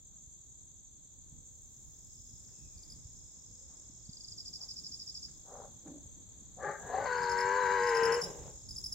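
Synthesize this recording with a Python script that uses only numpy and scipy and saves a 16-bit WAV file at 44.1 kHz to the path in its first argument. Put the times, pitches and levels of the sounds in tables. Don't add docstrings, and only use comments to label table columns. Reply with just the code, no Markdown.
import sys
import numpy as np
from scipy import signal
from scipy.fft import rfft, irfft
from scipy.io import wavfile
from scipy.ndimage import uniform_filter1d

SR = 44100
rng = np.random.default_rng(int(sys.argv[2]) if len(sys.argv) > 2 else 0)


def int16_out(signal):
    q = np.round(np.clip(np.atleast_2d(signal).T, -1, 1) * 32767)
    wavfile.write(sys.argv[1], SR, q.astype(np.int16))


N = 394254
TIME = np.arange(N) / SR
FREQ = np.maximum(np.arange(N // 2 + 1) * SR / N, 1)

# [t/s, level/dB]
BREEZE = [(0, -61), (1.6, -62), (2.4, -58), (3.5, -60), (5.7, -60), (8.1, -55), (8.94, -55)]
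# [f/Hz, level/dB]
RUMBLE = [(16, -33), (28, -0.5), (65, 1.5), (139, -4.5), (237, -12.5), (400, -25), (520, -50), (880, -120)]
# [t/s, peak level/dB, f/Hz]
BUFFETS = [(0.278, -48, 79), (1.328, -49, 136), (2.204, -45, 72), (2.339, -44.5, 80.7), (2.769, -42.5, 53),
           (3.058, -41, 77.4), (3.9, -46, 177), (4.095, -36.5, 130), (6.06, -45, 100), (8.029, -34.5, 220)]
# [f/Hz, level/dB]
WASH = [(250, 3.5), (450, -3.5), (700, -9.5), (1000, -10.5), (1400, -17.5), (2200, -20), (3200, -27)]
# [t/s, level/dB]
WASH_LEVEL = [(0, -75.5), (3.3, -72), (5.3, -69.5), (8.94, -66.5)]
# [f/Hz, level/dB]
HISS = [(8500, -15.5), (10000, -14.5), (11000, -3), (15500, 0.5)]
# [t/s, level/dB]
HISS_LEVEL = [(0.0, -89), (1.04, -91), (1.87, -82.5), (4.01, -89.5), (4.56, -82.5), (6.6, -88.5),
              (6.8, -82), (8.22, -74.5), (8.66, -86.5), (8.94, -76)]
# [start t/s, length/s, from f/Hz, to f/Hz, level/dB]
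FAR_CALLS = [(1.331, 0.25, 461, 585, -71), (2.49, 0.65, 2750, 1865, -77.5), (3.433, 0.46, 464, 647, -71)]
# [t/s, left level/dB]
DRONE = [(0, -74), (3.5, -72), (4.7, -70), (8.94, -69.5)]
# [t/s, level/dB]
CHORUS = [(0, -55), (1, -57.5), (1.6, -55.5), (4.7, -54), (6.5, -55), (6.8, -52), (8.2, -49), (8.6, -53.5)]
# [f/Hz, level/dB]
CHORUS_OUTLINE = [(5300, -20.5), (5750, -8), (6050, 0), (6900, -1.5), (7650, 5), (8050, -7), (8500, -22.5),
                  (15500, -15)]
# [t/s, level/dB]
LOW_CHORUS = [(1.0, -90), (1.8, -76), (2.2, -65.5), (5.3, -67.5), (6.1, -85), (6.8, -81), (7.5, -60.5),
              (8.5, -64.5)]
# [start t/s, lone strokes, their spacing/s, first chirp t/s, chirps, chirp period/s, full level/dB]
BUSH_CRICKET = [(4.0575, 8, .0376, 4.382, 12, .0769, -35.5)]
# [f/Hz, level/dB]
BUSH_DIRECT_COLOUR = [(4000, -6), (4550, 9.5), (4820, 7), (5050, -3), (5300, -18), (5520, 8.5),
                      (5800, -3.5), (9700, -31), (10800, 11.5), (11600, -4), (15500, 0)]
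# [f/Hz, level/dB]
BUSH_ECHO_COLOUR = [(4000, 1), (4750, -4), (5050, 0.5), (5450, 0), (5800, -13), (9700, -36), (10800, 7.5),
                    (11600, -5), (15500, 4)]
# [start t/s, lone strokes, their spacing/s, first chirp t/s, chirps, first chirp period/s, full level/dB]
NEAR_CRICKET = [(2.7785, 2, .056, 2.903, 1, .085, -38), (7.1817, 2, .054, 7.2986, 2, .091, -31),
                (7.8385, 1, .054, 7.8722, 5, .0794, -26), (8.689, 0, .054, 8.691, 4, 0.0737, -26)]
# [f/Hz, level/dB]
NEAR_TONE = [(3500, -2.5), (6000, -0.5), (9200, -2), (10100, 2), (11500, 5), (17000, 1.5)]
# [t/s, noise burst level before the resonance/dB]
TICKS = [(2.4857, -55), (5.284, -51.5), (5.871, -47)]
# [t/s, level/dB]
SCUFFLE = [(4.2, -75), (5.2, -65), (6.3, -73), (6.6, -63), (7.6, -60), (8.3, -62), (8.7, -76)]
# [t/s, time from peak to 1/e/s, centre f/Hz, level/dB]
HUFFS = [(0.155, 0.068, 744, -81), (3.728, 0.041, 780, -74), (4.635, 0.047, 650, -67.5)]
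# [f/Hz, level/dB]
GROAN_MOUTH = [(150, -43), (250, -11), (335, -29), (400, -6.5), (590, -1), (665, -11.5), (770, 2),
               (860, -10.5), (1210, -13.5), (1700, -27.5), (2800, -49), (3640, -76), (6160, -120)]
GRUNT_MOUTH = [(88, -16), (150, -4), (235, -2), (290, 7.5), (388, -15.5), (492, -18), (580, -11),
               (696, -22), (1600, -46), (2080, -67), (3520, -120)]
BARK_MOUTH = [(130, -46), (220, -30), (301, -20), (381, 0), (469, -10), (542, 2.5), (651, -12.5),
              (845, 3.5), (951, -37), (1140, -0.5), (1410, -15), (1670, -1.5), (2310, -26.5), (2530, -42),
              (4200, -35), (5000, -43), (6500, -64), (11000, -120)]
RASP_MOUTH = [(160, -62), (280, -19.5), (328, -31), (440, -11.5), (550, -6.5), (667, -16), (780, -8),
              (958, -15.5), (1110, -15.5), (1330, -25), (1460, -28), (1670, -20), (2070, -22.5),
              (2450, -40), (3500, -43.5), (4380, -36.5), (5000, -44), (6500, -88), (11000, -120)]
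GASP_MOUTH = [(59, -42), (100, -14.5), (147, 2), (259, -17), (415, -2), (601, -4.5), (664, -15),
              (787, -6.5), (1280, -25.5), (3000, -31), (3900, -24.5), (6600, -120)]
# [start t/s, attack/s, hold/s, release/s, level/dB, slap rate f/Hz, share of noise
# (over 1 the clicks invert), treble dB per dB of effort, glide per s, mouth colour]
HOARSE_CALLS = [(5.43, 0.094, 0.12, 0.075, -51, 84.5, 0.75, -0.5, 0.1, GROAN_MOUTH),
                (5.777, 0.064, 0.13, 0.15, -49.5, 54.95, 1.23, -4, 0.038, GRUNT_MOUTH),
                (5.829, 0.035, 0.027, 0.06, -61, 70, 0.53, 5, 0, GROAN_MOUTH),
                (6.134, 0.053, 0.012, 0.046, -60, 55, 0.8, -0.3, 0.097, GRUNT_MOUTH),
                (6.554, 0.039, 0.052, 0.037, -47.5, 111, 0.56, 11, 0.77, GROAN_MOUTH),
                (6.584, 0.046, 0.08, 0.11, -36.5, 129.3, 0.74, -1.1, 0.27, BARK_MOUTH),
                (6.778, .175, .11, 0.054, -37, 169.7, 0.83, -0.5, .8, RASP_MOUTH),
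                (8.202, 0.03, 0.074, 0.06, -45.5, 89.6, 1.4, 0, 0.0081, GASP_MOUTH),
                (8.307, 0.034, 0.14, 0.12, -52.5, 89, 0.84, 0, 0.018, GASP_MOUTH)]
# [t/s, f/Hz, level/dB]
WHINE = [(6.72, 1575, -67), (6.77, 1590, -49), (6.81, 1644, -60), (6.87, 1637, -50), (6.95, 1734, -48.5),
         (7.0, 1512, -47.5), (7.1, 1481, -37), (7.2, 1457, -41.5)]
# [t/s, f/Hz, level/dB]
WAIL = [(6.88, 685.7, -61), (6.95, 747, -33), (7.0, 819, -32), (7.06, 934, -60)]
# [t/s, effort level/dB, opening as upper resonances over the lowest/dB]
SQUEAL = [(7.05, -43.5, 4), (7.1, -40, 2.5), (7.16, -38, 2), (7.24, -42, 8), (7.504, -36.5, 5.5),
          (7.72, -36, 5.5), (7.86, -32.5, -1), (8.03, -27, -8), (8.126, -28, -8), (8.19, -33.5, -11),
          (8.225, -50, 4.5)]
# [t/s, f/Hz]
PITCH = [(7.05, 520.5), (7.1, 493.3), (7.17, 488), (7.3, 475.4), (7.48, 484.6), (7.58, 504.4),
         (7.67, 480.2), (7.74, 492.7), (7.81, 475.2), (7.86, 484.8), (7.94, 461.8), (8.08, 459.2),
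         (8.15, 472.4), (8.22, 486)]
# [t/s, rate f/Hz, chop of the lowest resonance,
# chop of the second (over 1 splits the line), pitch swing share, unsteadiness]
FLAP = [(7.05, 78, 0.3, 0.33, 0.093, 1.773), (7.17, 84.7, 0.27, 0.95, 0.15, 1.57),
        (7.32, 93, 0.83, 0.5, 0.14, 1.27), (7.48, 96.76, 1, 0.96, 0.16, 1.04),
        (7.61, 93.16, 0.5, 0.64, 0.16, 1.47), (7.74, 96.54, 0.85, 0.86, 0.19, 1.03),
        (7.86, 96.7, 0.22, 2.3, 0.15, 0.74), (7.93, 95.8, 0.16, 2.2, 0.17, 1.12),
        (8.05, 94.5, 0.045, 1.8, 0.21, 1.32), (8.2, 96.7, 0.085, 1.8, 0.1, 3.1)]
# [f/Hz, width/Hz, level/dB]
THROAT = [(442, 200, 0), (988, 303, 0), (1577, 247, -5), (1904, 130, -7), (2264, 110, -15.5),
          (2574, 160, -21.5), (2903, 170, -19)]
# [level over the effort/dB, share of the opening]
THROAT_PARTS = [(0, 0.15), (-0.5, 0.9), (-4, 0.78), (-10, 0.94), (-23, -0.083)]
# [t/s, level/dB]
RING = [(7.05, 2), (7.18, -4), (7.34, -7), (7.4, 1), (7.53, -7), (7.65, -1.5), (7.74, -2.5), (7.9, 4),
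        (8.2, 1.5)]
# [f/Hz, width/Hz]
TOP_RESONANCES = [(3990, 220), (4400, 190), (4850, 300)]
# [t/s, level/dB, level/dB, level/dB]
TOP_LEVELS = [(7.05, -63, -63, -66.5), (7.28, -64, -54.5, -59), (7.42, -64, -55, -66),
              (7.56, -61.5, -61, -66), (7.74, -57.5, -59, -61), (8.0, -63, -62.5, -61),
              (8.12, -71.5, -63, -78)]
# [f/Hz, left minus right level/dB]
LEAN = [(200, -4), (480, 1.5), (700, 4.5), (1000, 12), (1600, 4), (2800, 9.5), (4200, 5)]


def undb(db):
    return 10 ** (np.asarray(db) / 20)


def unit(x):
    return x / np.sqrt(np.mean(x ** 2))


def curves(table):
    s, *columns = np.transpose(table)
    return [np.interp(TIME, s, c) for c in columns]


def during(table, fade):
    inside = np.minimum(TIME - table[0][0], table[-1][0] - TIME)
    return np.clip(inside / fade, 0, 1)


def shape(points):
    hz, db = np.transpose(points)
    return np.interp(np.log(FREQ), np.log(hz), db)


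def colour(x, points):
    low_skirt = 1 / (1 + (points[0][0] / FREQ) ** 8)
    high_skirt = 1 / (1 + (FREQ / points[-1][0]) ** 8)
    return irfft(rfft(x) * undb(shape(points)) * np.sqrt(low_skirt * high_skirt), N)


def resonate(x, modes):
    response = 0
    for hz, width, db in modes:
        response = response + undb(db) / (1 + 1j * (FREQ ** 2 - hz ** 2) / (FREQ * width)) ** 2
    return irfft(rfft(x) * response, N)


def walk(rate):
    return 1.2 * np.interp(TIME * rate, np.arange(N // 8), rng.standard_normal(N // 8))


def cycles(hz):
    return 2 * np.pi * np.cumsum(hz) / SR


def steady(x):
    return x / np.sqrt(uniform_filter1d(x ** 2, size=2800) + 1e-12)


def add(track, s, sound):
    i = int(s * SR) - len(sound) // 2
    a, b = max(i, 0), min(i + len(sound), N)
    if b > a:
        track[a:b] += sound[a - i:b - i]


def scatter(x, t60, wet_db, delay=0.01):
    t = TIME[:SR]
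    tail = rng.standard_normal((2, SR)) * undb(-60 * t / t60) * (t > delay)
    tail /= np.sqrt(np.sum(tail ** 2, axis=1, keepdims=True))
    wet = signal.fftconvolve(np.atleast_2d(x), tail, axes=1)[:, :N]
    return (x + undb(wet_db) * wet) / np.hypot(1, undb(wet_db))


def ports(x, lag):
    return np.array([np.roll(x, int(lag * SR)), x])


def air():
    eddies = colour(rng.standard_normal((2, N)), [(15, 7.0), (60, 5.5), (130, 5.5), (300, 4.0), (900, -9.0)])
    wind = unit(colour(rng.standard_normal(N) + eddies, RUMBLE))
    wind *= undb(curves(BREEZE)[0] + 2.0 * walk(18))
    bumps, t = np.zeros(N), np.arange(-SR // 20, SR // 20) / SR
    for s, db, hz in BUFFETS:
        add(bumps, s, undb(db) * np.sin(2 * np.pi * hz * t) * np.exp(-(t * hz / 0.36) ** 2))
    wash_noise = rng.standard_normal(N) + 4.8 * rng.standard_normal((2, N))
    wash = unit(colour(wash_noise, WASH)) * undb(curves(WASH_LEVEL)[0] + walk(4.5))
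    hiss = unit(colour(rng.standard_normal((2, N)), HISS)) * undb(curves(HISS_LEVEL)[0] + 8.0)
    return (wind + bumps + wash + hiss) * undb([[-1], [1]])


def far_call(start, length, from_hz, to_hz, db):
    part = np.clip((TIME - start) / length, 0, 1)
    hz = from_hz + (to_hz - from_hz) * part
    tone = np.sin(cycles(hz * (1 + 0.033 * walk(500))))
    envelope = np.minimum(part * 10, 1) * (1 - part)
    return scatter(tone * undb(db) * envelope, t60=0.59, wet_db=6)


def stroke(hz, fall, width, second_db=-21, third_db=-31, bite=0):
    t = np.arange(-SR // 50, SR // 50) / SR
    phase = cycles(hz * (1 - fall * np.tanh(t / (2 * width))))
    hard_middle = np.exp(-(t / 0.0038) ** 4)
    swell = (np.exp(-np.abs(t / width)) + bite * hard_middle) / (1 + bite)
    tone = np.sin(phase) + undb(second_db) * np.sin(2 * phase)
    tone += undb(third_db) * np.sin(3 * phase) * (3 * hz < SR * .4)
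    return tone * swell * signal.windows.tukey(len(t))


def chorus(hz, fall, width, rate, gap, step_db, wet_db, spread, count):
    out = np.zeros((2, N))
    for k, (pace, start, side) in enumerate(rng.uniform(-1, 1, (count, 3))):
        song = np.zeros(N)
        sound = stroke(hz * (1 + spread * np.sin(2 * k)), fall, width, -63.5, -82.0)
        for n, (late, first_chance, second_chance) in enumerate(rng.standard_normal(size=(130, 3))):
            s = (n + start - 1) / (rate * (1 + .04 * pace)) + .003 * late
            add(song, s, undb(2 * first_chance) * sound)
            add(song, s + gap, undb(2 * second_chance) * sound)
        out += undb(k * step_db) * ports(song, side * .0004)
    return unit(scatter(out, t60=1.0, wet_db=wet_db))


def bout(row, pair_gap, slowing, swell_db, swell_s, first_db):
    start, lone, spacing, first_chirp, chirps, period, full_db = row
    strokes = [(start + k * spacing, first_db) for k in range(round(lone))]
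    for k in range(round(chirps)):
        s = first_chirp + k * period + slowing * k * (k - 1) / 2
        strokes += [(s, first_db), (s + pair_gap, 0)]
    return [(s, full_db + db - swell_db * np.exp((start - s) / swell_s)) for s, db in strokes]


def cricket(bouts, hz, fall, width, second_db, third_db, uneven_db, pitch_rise, bite):
    strokes = sum(bouts, [])
    out, top_db = np.zeros(N), max(db for _, db in strokes)
    for (s, db), chance in zip(strokes, rng.standard_normal(len(strokes))):
        speed = undb(db - top_db) ** pitch_rise
        sound = stroke(hz * speed, fall, width, second_db, third_db, bite)
        add(out, s, undb(db + uneven_db * chance) * sound)
    return out


def insect_drone():
    band = [(2900, -15.5), (3350, 3), (3800, 2), (4400, -2.0), (5100, -10.5), (6000, -19.5)]
    drone = unit(colour(rng.standard_normal((2, N)), band))
    return drone * undb(curves(DRONE)[0] + np.array([[0], [-9]]) + 0.3 * walk(9.4))


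def far_choruses():
    high = chorus(hz=6804, fall=0.17, width=0.0042, rate=11.6, gap=.024,
                  step_db=0.5, wet_db=-2.5, spread=0.055, count=7)
    low = chorus(hz=5380, fall=0.13, width=0.0033, rate=13.0, gap=0.029,
                 step_db=1, wet_db=-1, spread=0.035, count=4)
    high = unit(colour(high, CHORUS_OUTLINE)) * undb(curves(CHORUS)[0])
    return high + low * undb(curves(LOW_CHORUS)[0])


def bush_cricket():
    bouts = [bout(row, pair_gap=0.0195, slowing=0, swell_db=19.5, swell_s=0.13, first_db=-2.0)
             for row in BUSH_CRICKET]
    song = cricket(bouts, hz=5160, fall=0.15, width=0.0034, second_db=-27.5, third_db=-31,
                   uneven_db=0.9, pitch_rise=0.0428, bite=0)
    echoes = scatter(colour(song, BUSH_ECHO_COLOUR), t60=0.085, wet_db=27, delay=0.003)
    direct = undb(-1) * ports(colour(song, BUSH_DIRECT_COLOUR), 0.00036)
    return scatter(direct + echoes, t60=0.5, wet_db=-14)


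def near_cricket():
    bouts = [bout(row, pair_gap=.0205, slowing=0.0049, swell_db=11.0, swell_s=0.11, first_db=-1.5)
             for row in NEAR_CRICKET]
    song = cricket(bouts, hz=5290, fall=0.125, width=0.0032, second_db=-18.0, third_db=-24,
                   uneven_db=.7, pitch_rise=0.0342, bite=1.1)
    close = scatter(ports(song, -.00003), t60=0.055, wet_db=-4, delay=0.0035)
    return scatter(colour(close, NEAR_TONE), t60=0.27, wet_db=-10.0)


def insects():
    return insect_drone() + far_choruses() + bush_cricket() + near_cricket()


def twigs():
    out, t = np.zeros(N), np.arange(-SR // 20, SR // 20) / SR
    for s, db in TICKS:
        add(out, s, undb(db) * rng.standard_normal(len(t)) * np.exp(-np.abs(t) / 0.0085) * (t > 0))
    return scatter(resonate(out, [(1640, 870, 0)]), t60=.3, wet_db=-3)


def scuffle():
    thuds = unit(colour(rng.standard_normal(N), [(65, -10.5), (140, 2.0), (270, -5.5)]))
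    return thuds * undb(curves(SCUFFLE)[0] + 5.0 * walk(22)) * during(SCUFFLE, 0.25)


def huffs():
    puff, out = rng.standard_normal(N), np.zeros(N)
    for s, length, hz, db in HUFFS:
        out += unit(resonate(puff, [(hz, hz, 0)])) * undb(db) * np.exp(-((TIME - s) / length) ** 2)
    return out


def whine(table, waver, flutter_db):
    hz, level_db = curves(table)
    tone = np.sin(cycles(hz * (1 + waver * walk(350))))
    return tone * undb(level_db + flutter_db * walk(70)) * during(table, 0.02)


def hoarse(start, attack, hold, release, db, slap_hz, rough, brighten, glide, mouth):
    times = start + np.cumsum([0, attack, hold, release])
    range_db = 21.5
    effort = list(zip(times, [-range_db, 0, 0, -range_db]))
    effort_db = curves(effort)[0]
    slaps = ((1 + np.cos(cycles(slap_hz * np.exp(0.23 * walk(90))))) / 2) ** 4
    click_turns = cycles(slap_hz * np.exp(.3 * walk(200))) / (2 * np.pi)
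    clicks = unit(np.diff(np.floor(click_turns), prepend=0))
    turbulence = unit((.9 + slaps) * rng.standard_normal(N))
    voice = colour((1 - rough) * clicks + rough * turbulence, mouth)
    dull = signal.sosfilt(signal.butter(1, 700, fs=SR, output="sos"), voice)
    voice = dull + (voice - dull) * undb(brighten * effort_db)
    from_middle = TIME - times[1] - hold / 2
    voice = np.interp(TIME + glide * from_middle ** 2 / 2, TIME, voice)
    return steady(voice) * undb(db + effort_db) * during(effort, 0.025)


def folds(phase, count=8, slope_db=-4.5):
    return sum(undb(slope_db * np.log2(k)) * np.cos(k * phase) for k in range(1, count + 1))


def squeal():
    effort_db, mouth_db = curves(SQUEAL)
    flap_hz, low_chop, mid_chop, swing, unsteady = curves(FLAP)
    pitch_hz = curves(PITCH)[0]
    swing_lag = 2.75
    flap = cycles(flap_hz * (1 + .014 * unsteady * walk(90)))
    phase = cycles(pitch_hz * (1 + .004 * unsteady * walk(200)))
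    bend = swing * pitch_hz / flap_hz * np.sin(flap + swing_lag)

    breath = unit(colour(rng.standard_normal(N), [(300, -6), (1500, 2.5), (5000, -5.0)]))
    breath *= unsteady * undb(0.5 - 0.26 * mouth_db)
    uneven = 1 + 0.044 * unsteady * walk(140)

    low_tone = folds(phase + 0.32 * low_chop * bend) * uneven
    low = (1 + low_chop * np.cos(flap)) * (low_tone + .45 * breath)
    mid_tone = folds(phase + 0.27 * bend / np.maximum(mid_chop, 1)) * uneven
    mid = (1 + mid_chop * np.cos(flap)) * mid_tone + .35 * breath
    stray = cycles(3.5 * unsteady * walk(300))
    leap = bend * (1 + .1 * unsteady * walk(120)) + stray
    harsh_tone = folds(phase + leap, count=11) * uneven
    harsh = (1 + 0.45 * np.cos(flap + swing_lag)) * harsh_tone + .35 * breath

    bands = [resonate(low, THROAT[:1]), resonate(mid, THROAT[1:2]), resonate(harsh, THROAT[2:3]),
             resonate(harsh, THROAT[3:5]), resonate(harsh, THROAT[5:])]
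    lifts_db = 0, 0, 0, curves(RING)[0], 0
    cry = np.zeros(N)
    for band, lift_db, (db, share) in zip(bands, lifts_db, THROAT_PARTS):
        cry += steady(band) * undb(effort_db + db + lift_db + share * mouth_db)
    for (hz, width), db in zip(TOP_RESONANCES, curves(TOP_LEVELS)):
        cry += steady(resonate(harsh, [(hz, width, 0)])) * undb(db + 2.5 * walk(30))
    return cry * during(SQUEAL, 0.011)


def boar():
    voice = huffs() + sum(hoarse(*call) for call in HOARSE_CALLS) + squeal()
    voice += whine(WHINE, waver=0.0134, flutter_db=2.9) + whine(WAIL, waver=0.025, flutter_db=2.4)
    heard = scatter(voice, t60=.62, wet_db=-12, delay=.012)
    sides = undb(np.outer([1, -1], shape(LEAN)) / 2)
    return irfft(rfft(heard) * sides / sides.mean(axis=0), N)


def scene():
    far_calls = sum(far_call(*call) for call in FAR_CALLS)
    return air() + far_calls + insects() + twigs() + scuffle() + boar()


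def record(dry):
    return signal.sosfilt(signal.ellip(10, .2, 70, 15850, fs=SR, output="sos"), dry)


dry = scene()
out = record(dry)
int16_out(out)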